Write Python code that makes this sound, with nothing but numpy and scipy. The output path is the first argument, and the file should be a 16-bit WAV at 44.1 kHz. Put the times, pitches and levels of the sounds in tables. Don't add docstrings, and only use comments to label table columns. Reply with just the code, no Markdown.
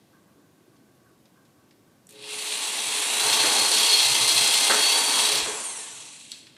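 import sys
import numpy as np
from scipy import signal
from scipy.fft import rfft, irfft
from scipy.io import wavfile

SR = 44100
rng = np.random.default_rng(int(sys.argv[2]) if len(sys.argv) > 2 else 0)


def linear_from_db(decibels):
    return 10 ** (np.asarray(decibels, float) / 20)


def waveform_to_disk(signal):
    frames = np.transpose(np.atleast_2d(signal))
    scaled = np.clip(frames, -1, 1) * 32767
    samples = np.round(scaled).astype(np.int16)
    wavfile.write(sys.argv[1], SR, samples)


N = 289737
T = np.arange(N) / SR
MAINS_HZ = 60.36
POWER_ON_S, BITE_S, POWER_OFF_S = 2.0908, 3.18, 5.4
POWERED = np.clip((POWER_OFF_S - T) / 0.016, 0, 1)
CUTTING = POWERED * np.clip((T - BITE_S) / 0.034, 0, 1)
DRIVEN = np.clip((POWER_OFF_S + 0.1 - T) / 0.064, 0, 1)


def evened(x):
    return x / np.sqrt(np.mean(x ** 2) + 1e-20)


def read(points, hz):
    f, value = np.transpose(points)
    return np.interp(np.log(hz + 1), np.log(f + 1), value)


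def curves(rows):
    s, *columns = np.transpose(rows)
    return [np.interp(T, s, c) for c in columns]


def body(spectrum, modes):
    hz = abs(np.fft.fftfreq(8192, 1 / SR))
    lift = 1 + sum((linear_from_db(db) - 1) / (1 + (2 * (hz - f) / w) ** 2) for f, w, db in modes)
    gain = linear_from_db(np.maximum(read(spectrum, hz), -90)) * np.maximum(lift, 1e-3)
    minimum_phase = np.exp(np.conj(signal.hilbert(np.log(gain))))
    taps = np.fft.ifft(minimum_phase).real[:4096]
    return taps / np.linalg.norm(taps)


def through(x, taps):
    return signal.oaconvolve(x, taps)[:N]


def band_noise(low_hz, high_hz, count):
    sos = signal.butter(2, [low_hz, high_hz], "band", fs=SR, output="sos")
    return signal.sosfilt(sos, rng.standard_normal(count))


def drift(hz):
    count = N // 64 + 2
    z = rfft(rng.standard_normal(count))
    slow = irfft(z / (1 + (np.fft.rfftfreq(count, 64 / SR) / hz) ** 2), count)
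    return evened(np.interp(T, np.arange(len(slow)) * 64 / SR, slow - slow.mean()))


def grit(spread_db):
    return evened(rng.standard_normal(N) * linear_from_db(spread_db * np.minimum(rng.exponential(1, N), 5)))


def add(mix, s, sound):
    part = mix[round(s * SR):][:len(sound)]
    part += sound[:len(part)]


def span(start, end):
    settle_s = .021
    return np.clip(np.minimum(T - start, end - T) / settle_s + .5, 0, 1)


def law(tooth_hz, knee_hz, db, db_per_decade):
    return db + db_per_decade * np.log10(np.minimum(tooth_hz / knee_hz, 1))


def blend(driven, coasting):
    return DRIVEN * driven + (1 - DRIVEN) * coasting


# f/Hz, density/dB per Hz
FLOOR = [(15, -34), (25, -41.5), (117, -5.5), (332, -5.5), (369, -11), (612, -14.5), (1020, -20),
         (1100, -27), (1360, -23.5), (1600, -33), (1780, -25), (2320, -26.5), (14600, -31.5)]


def floor():
    level_db = -58.5
    noise = through(rng.standard_normal(N), body(FLOOR, [(320, 130, 0.5)]))
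    low = signal.sosfilt(signal.butter(2, 600, fs=SR, output="sos"), noise)
    return linear_from_db(level_db) * (noise + low * (linear_from_db(1.0 * drift(4.6)) - 1))


# f/Hz, width/Hz, lift/dB
PIPE = [(426.6, 16, 7.4), (514, 26, 3.1), (904, 71, 3), (1118, 34, 4.4), (1560, 38, 1.7), (2080, 55, 1.9)]
# f/Hz, level/dB
JOLT = [(150, -28.5), (300, -4), (450, -4), (900, -4.5), (1550, -.5), (2200, -5), (3000, -44), (5000, -78)]
# t/s, level/dB, brightness share/0-1, t60/s
JOLTS = [
    (0, -66, 0.6, 0.95),
    (3.196, -20, 0.93, 0.21),
    (3.327, -15.5, 1, 0.12),
    (3.437, -23.5, 0.13, 0.16),
    (4.697, -16, 0.32, 0.37),
    (5.459, -31, 0.03, 0.18),
    (5.619, -68, .05, 0.096),
    (6.322, -44, 0.86, 0.33),
    (6.323, -38, 0.88, 0.056),
]
# t/s, level/dB, f/Hz
BUMPS = [(0.231, -55, 170), (0.359, -49, 282), (0.598, -56.5, 325), (0.668, -53, 320), (1.11, -58, 320),
         (1.249, -58, 220), (1.422, -57, 229), (1.689, -62, 300), (5.41, -40, 55), (3.441, -26, 430),
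         (5.469, -31.5, 422), (5.52, -42.5, 403), (5.868, -43, 2950), (5.97, -46, 2950)]
# t/s, level/dB
NUDGES = [(0.1246, -49.5), (0.2666, -57), (0.715, -56), (0.858, -57), (1.054, -50), (1.3535, -50.5),
          (1.565, -59), (1.6696, -70), (1.8552, -59)]


def pipe():
    out, t = np.zeros(N), T[:SR // 4]
    ring = body(JOLT, [(f, w, db + 0.5) for f, w, db in PIPE])
    shake = body(RATTLE, HOUSING)
    for s, db, bright, t60 in JOLTS:
        blow = linear_from_db(db - 60 * t / t60) * rng.standard_normal(len(t))
        add(out, s, signal.oaconvolve(blow, (1 - bright) * ring + bright * shake))
    bore_modes = [(f, 3.3 * w, 18.0) for f, w, db in PIPE[3:5]]
    hollow = body([(700, -52), (1000, -3), (1700, -5), (2400, -21)], bore_modes)
    out += linear_from_db(-73.5 + 2.1 * drift(3.8)) * through(rng.standard_normal(N), hollow)
    for s, db, hz in BUMPS:
        thud = evened(band_noise(0.95 * hz, 1.23 * hz, len(t)))
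        add(out, s, linear_from_db(db - 60 * t / 0.19) * (1 - np.exp(-t / 0.0012)) * thud)
    for s, db in NUDGES:
        swell = linear_from_db(db - 8.5 - 60 * t / 0.35) * (1 - np.exp(-t / 0.0077))
        add(out, s, signal.oaconvolve(swell * rng.standard_normal(len(t)), hollow))
    return out


# f/Hz, t60/s
ROOM = [(200, 1), (1000, 0.98), (4000, 0.66), (9000, 0.45), (14000, 0.73)]


def room(x):
    taps = np.zeros(SR // 2)
    at = np.arange(300, len(taps) - 20, 20)
    taps[at + rng.integers(0, 20, len(at))] = rng.choice([-1., 1.], len(at))
    hz, t, z = signal.stft(taps, SR, nperseg=256)
    decay = linear_from_db(-60 * t / read(ROOM, hz)[:, None])
    tail = signal.istft(z * decay, SR, nperseg=256)[1]
    return signal.fftconvolve(x, tail / np.linalg.norm(tail))[:N]


# t/s, level/dB
SWITCH = [
    (2.0692, -36.5),
    (6.3174, -20),
]
# f/Hz, level/dB, t60/s
PRESS = [(5700, -3, 0.012), (7000, -2, 0.016), (7940, 0, 0.016), (9100, -1, 0.013), (10100, -7, .013),
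         (11430, -14, 0.0081), (12350, -13, 0.014), (13800, -14, .012)]
# f/Hz, level/dB, t60/s
LET_GO = [(3300, -4, .02), (3850, -.5, .024), (4350, -.5, .024), (4750, -5, .02), (5300, -9, .018),
          (5900, -7, .016), (7817, -1.5, .026), (9065, -10, .014), (10000, -13, .01), (10970, -12, .012),
          (12200, -17, .01), (13400, -19, .01)]
# t/s, level/dB, f/Hz
TICKS = [
    (0.7637, -60, 3300),
    (1.2557, -53, 2950),
    (1.452, -57, 3500),
    (1.709, -52, 2800),
    (2.1489, -49, 3170),
    (6.4687, -41, 2620),
    (6.5654, -44.5, 2260),
]


def clicks():
    out, t = np.zeros(N), T[:4000]
    for (s, db), modes in zip(SWITCH, (PRESS, LET_GO)):
        snap = sum(linear_from_db(d - 60 * t / min(t60, .015)) * np.sin(2 * np.pi * (f * t + rng.random()))
                   for f, d, t60 in modes)
        snap = snap * (1 - np.exp(-t / .0003))
        snap = snap / abs(snap).max()
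        add(out, s, linear_from_db(db) * snap)
        add(out, s + .008, linear_from_db(db - 14) * snap)
    for s, db, hz in TICKS:
        add(out, s, linear_from_db(db + 4.0 - 60 * t / 0.064) * band_noise(.6 * hz, 1.9 * hz, len(t)))
    return out


def kicks(count=3):
    level_db, fade_db, t60_s = -45, -1.5, .022
    out, t = np.zeros(N), T[:2000]
    for k in range(count):
        spark = evened(band_noise(2600, 12500, len(t)))
        add(out, POWER_ON_S + k / MAINS_HZ, linear_from_db(level_db + fade_db * k - 60 * t / t60_s) * spark)
    return out


# t/s, tooth rate/Hz
SPEED = [(2.08, 60), (2.2, 400), (2.5, 1150), (2.8, 1500), (3.1, 1900), (3.3, 2110), (3.5, 2125),
         (3.75, 2180), (3.94, 2160), (4.07, 2080), (4.68, 2095), (4.76, 2170), (5.0, 2285), (5.13, 2245),
         (5.25, 1940), (5.3, 2150), (5.36, 2430), (5.43, 2950)]


def shaft():
    friction_hz_per_s, drag_s = 2217, 3.
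    s, hz = SPEED[-1]
    stall = friction_hz_per_s * drag_s
    coast = (hz + stall) * np.exp(-(T - s) / drag_s) - stall
    return np.where(T < s, curves(SPEED)[0], np.maximum(coast, 30))


def runout(tooth_hz, pressure):
    teeth_per_turn = 67.5
    depth_db = blend(0.94 + 1.5 * pressure, 1.3)
    chuck = 2 * np.pi * np.cumsum(tooth_hz) / SR / teeth_per_turn
    return linear_from_db(depth_db * (np.sin(chuck) + 0.57 * np.sin(2 * chuck + 1) + 0.75 * drift(30.5)))


def torque(tooth_hz):
    steady, at_crawl, crawl_hz = 0.18, 0.52, 300
    flicker = np.clip(POWERED * (steady + at_crawl * np.exp(-tooth_hz / crawl_hz)), 0, 1)
    cycle = (T - POWER_ON_S) * MAINS_HZ % 1
    return 1 - flicker + 1.6 * flicker * np.exp(-cycle / 0.23)


# f/Hz, width/Hz, lift over surroundings/dB
HOUSING = [(2638, 240, 6.5), (3301, 84, 9), (3890, 55, 6.5), (4460, 610, 3.5), (6000, 200, 4),
           (7440, 67, 4), (7880, 130, 2), (9490, 410, 7)]


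def shell(drive, loaded, free, load):
    loose_modes = [(f, w, 0.43 * db) for f, w, db in HOUSING]
    tight = through(drive * load, body(loaded, HOUSING))
    return tight + through(drive * (1 - load), body(free, loose_modes))


# t/s, lift/dB
SNATCHES = [(2.52, 3.5), (2.77, 1.5), (3.4, 4.5), (3.78, 2.1), (3.93, 3.5), (4.0, 2.5), (4.04, 1.5),
            (4.16, 1.5), (4.51, 1), (4.59, 1), (4.91, 2.1), (3.24, -0.5), (4.33, 0.5), (4.44, 1.5),
            (5.15, 1), (5.329, -1), (5.38, 2.5)]


def gear_gain(motor_db, pressure):
    pressure_db, snatch_s, rasp_db, rasp_hz = 7.5, 0.0216, .9, 9
    snatch_db = sum(db * np.exp(-((T - s) / snatch_s) ** 2) for s, db in SNATCHES)
    return linear_from_db(motor_db + pressure_db * pressure + snatch_db + rasp_db * CUTTING * drift(rasp_hz))


# f/Hz, density/dB per Hz
RATTLE = [(1000, -43), (1700, -18.5), (3310, -5.5), (4300, -3.5), (5120, -9), (6000, -10), (7800, -23.5),
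          (11800, -58), (12400, -19), (13300, -18.5), (14300, -61)]
# f/Hz, density/dB per Hz
FREE = [(1000, -37), (1700, -11.5), (2280, -4.5), (2690, -1), (3060, -1.5), (4300, 1), (4730, -6.5),
        (5600, -9), (7280, -39), (12300, -120)]


def rattle(wobble, current):
    return shell(grit(3.35) * wobble * current, RATTLE, FREE, CUTTING)


# f/Hz, level/dB
WHINE = [(300, 3), (2000, -2.5), (4300, 1.5), (5600, 5.5), (8500, 3.5), (10500, -7), (12000, -17),
         (14000, -32)]
# multiple of tooth rate, level/dB
UPPER = [(3, -4.5), (4, 2.5), (4.9, 6), (6, 9), (7.3, -25), (8, 4)]
# knee/Hz, level there/dB, slope/dB per decade
WHINE_POWERED = (2100, -9, 85)
# from t/s, to t/s, from level/dB, to level/dB
SING = (4.02, 4.71, 6, 11.5)
# speed/Hz, spread/Hz, level/dB
SLACK = [(2300, 300, -9.5), (1850, 165, -4.5), (2400, 270, -1.5)]


def whine(tooth_hz):
    first_db, free_db, cutting_db = -14, 0.5, -10
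    through_s, through_db = 5.29, -9
    main, first, upper = (db - np.minimum(abs(tooth_hz - hz) / spread, 6) ** 2 for hz, spread, db in SLACK)
    driven_db = np.maximum(law(tooth_hz, *WHINE_POWERED), -40) + through_db * span(through_s, 9)
    whine_db = blend(driven_db, main)
    sing_db = span(*SING[:2]) * np.interp(T, SING[:2], SING[2:])
    first_db = blend(first_db + sing_db, first - main)
    upper_db = free_db + (cutting_db - free_db) * np.minimum(tooth_hz / 2100, 1) ** 6
    upper_db = blend(upper_db, upper - main)
    orders = [(1, first_db), (3 / 2, -7.5), (2, 0)] + [(k, db + upper_db) for k, db in UPPER]
    slack = 1 - POWERED
    tone, waver = np.zeros(N), .003 + .005 * slack
    for k, db in orders:
        turn = 2 * np.pi * np.cumsum(k * tooth_hz * (1 + waver * drift(62.8))) / SR
        level = linear_from_db(db + (2.8 + 1.2 * slack) * drift(18))
        tone += level * np.sin(turn) * (k * tooth_hz < 15000)
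    return linear_from_db(whine_db) * through(tone, body(WHINE, HOUSING))


# f/Hz, density/dB per Hz
HISS = [(2650, -29.5), (4500, -21.5), (5660, -5), (6860, -2), (7940, 0.5), (9020, .5), (10300, -5),
        (11300, -8), (13000, -13.5), (14200, -30.5)]
# f/Hz, density/dB per Hz
FAN = [(2650, -28.5), (4500, -22.5), (5660, -2.5), (7940, 3.5), (9500, -1.5), (11300, -10), (12000, -19.5),
       (14500, -23)]
# knee/Hz, level over motor there/dB, slope/dB per decade
HISS_POWERED = (790, 0.77, 27)
HISS_COASTING = (2300, 6.1, 8)


def hiss(motor_db, tooth_hz, wobble, current):
    spark_db, spark_t60_s = -46, 0.2
    hiss_db = motor_db + blend(law(tooth_hz, *HISS_POWERED), law(tooth_hz, *HISS_COASTING))
    sparks = linear_from_db(spark_db - 60 * abs(T - POWER_ON_S) / spark_t60_s)
    noise = shell(grit(2.8) * wobble ** 0.86 * current, HISS, FAN, POWERED)
    return (linear_from_db(hiss_db) + sparks) * noise


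# t/s, level/dB
BUZZ = [
    (2.09, -71),
    (2.15, -56),
    (2.3, -55),
    (2.5, -64),
    (5.2, -66),
    (5.33, -42),
    (5.39, -51),
]
# multiple of mains, level/dB
BUZZ_ORDERS = [(5, -7), (7, 4.5), (9, -2.5), (15, -31)]


def buzz():
    tones = sum(linear_from_db(db + 2.0 * drift(44)) * np.sin(2 * np.pi * k * MAINS_HZ * T) for k, db in BUZZ_ORDERS)
    return POWERED * linear_from_db(curves(BUZZ)[0]) * tones


# from t/s, to t/s, hum level/dB, bite lift/dB
HUM_SPANS = [(2.08, 2.46, -67, .1), (2.574, 2.62, -61, 1), (2.743, 2.785, -59, 2.5), (2.863, 2.92, -56, 0.2),
             (3.21, 3.66, -49, 3), (4.005, 4.143, -45, -1.5), (4.2, 4.52, -49, -0.1),
             (4.922, 5.022, -52, 3.5), (5.078, 5.4, -53.5, 2), (5.385, 5.61, -60, 2)]


def hum():
    rumble = through(rng.standard_normal(N), body([(95, -44.5), (125, 4.5), (145, 1.5), (200, -20)], []))
    tone = np.sin(2 * np.pi * (2 * MAINS_HZ * T + 0.079 * drift(5.7))) * linear_from_db(2.3 * drift(7.8))
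    hum_level = sum(linear_from_db(db) * span(a, b) for a, b, db, lift in HUM_SPANS)
    return hum_level * (.5 * POWERED * tone + 1.2 * rumble)


# f/Hz, density/dB per Hz
BITE = [(120, -38), (200, -10.5), (280, -7), (430, -5.5), (597, -5.5), (883, 0.5), (1350, -5), (2400, -4.5),
        (3120, -11), (5280, -88.5)]
# knee/Hz, level over motor there/dB, slope/dB per decade
BITE_POWERED = (3600, -5.5, 7.45)
BITE_COASTING = (2630, .3, 27)


def bite(motor_db, tooth_hz, wobble):
    bite_db = motor_db + blend(law(tooth_hz, *BITE_POWERED), law(tooth_hz, *BITE_COASTING))
    bite_db = bite_db + sum(lift * span(a, b) for a, b, db, lift in HUM_SPANS)
    return linear_from_db(bite_db) * through(grit(2.4) * wobble ** 0.56, body(BITE, PIPE))


# t/s, motor level/dB, pressure/0-1
EFFORT = [(2.09, -54, 0), (2.15, -52, 0), (2.26, -40, 0.25), (2.44, -33, 0.13), (2.8, -31, 0.14),
          (3.15, -27.5, 0), (3.26, -26, 0.16), (3.6, -25, 0.32), (3.9, -25, 0.53), (4.3, -25, 0.51),
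          (4.85, -25.5, 0.31), (5.05, -26.5, 0), (5.15, -25.5, 0.26), (5.36, -27.5, 0.6), (5.51, -41.5, 0),
          (5.65, -43.5, 0), (6.3, -52.5, 0.1), (6.56, -61, 0)]


def drill():
    motor_db, pressure = curves(EFFORT)
    tooth_hz = shaft()
    on = np.clip((T - POWER_ON_S) / 0.0028, 0, 1)
    wobble, current = runout(tooth_hz, pressure), torque(tooth_hz)
    gears = gear_gain(motor_db, pressure) * (rattle(wobble, current) + whine(tooth_hz))
    brushes = hiss(motor_db, tooth_hz, wobble, current)
    return on * (gears + brushes + buzz() + hum() + bite(motor_db, tooth_hz, wobble))


def scene():
    steady, sudden = drill(), pipe() + clicks() + kicks()
    echo = room(linear_from_db(-5) * steady + linear_from_db(-7.0) * sudden)
    mono = steady + sudden + echo + floor()
    return np.array([mono, mono])


# f/Hz, level under the whole sound/dB
MASK = [(40, -37), (90, -37), (130, -39), (300, -38.5), (420, -70), (9800, -70), (11000, -48),
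        (11800, -42.5), (14500, -42.5)]


def masked(x):
    hz, t, z = signal.stft(x, SR, nperseg=2048)
    power = abs(z[:1024]) ** 2
    bands, band_hz = power.reshape(256, 4, -1).mean(1), hz[2:1024:4, None]
    patchy_db = np.repeat(rng.standard_normal((64, len(t))), 4, axis=0) * 3.0 * (band_hz > 5000)
    keep = bands > power.sum(0) * linear_from_db(read(MASK, band_hz) + patchy_db) ** 2
    z[:1024] *= np.repeat(keep, 4, axis=0)
    return signal.istft(z, SR, nperseg=2048)[1][:N]


def low_pass(x):
    return signal.sosfilt(signal.butter(12, 14820, fs=SR, output="sos"), x)


def record(dry):
    mono = masked(0.83 * np.tanh(dry[0] / 0.95))
    return low_pass(np.array([mono, mono]))


dry = scene()
out = record(dry)
waveform_to_disk(out)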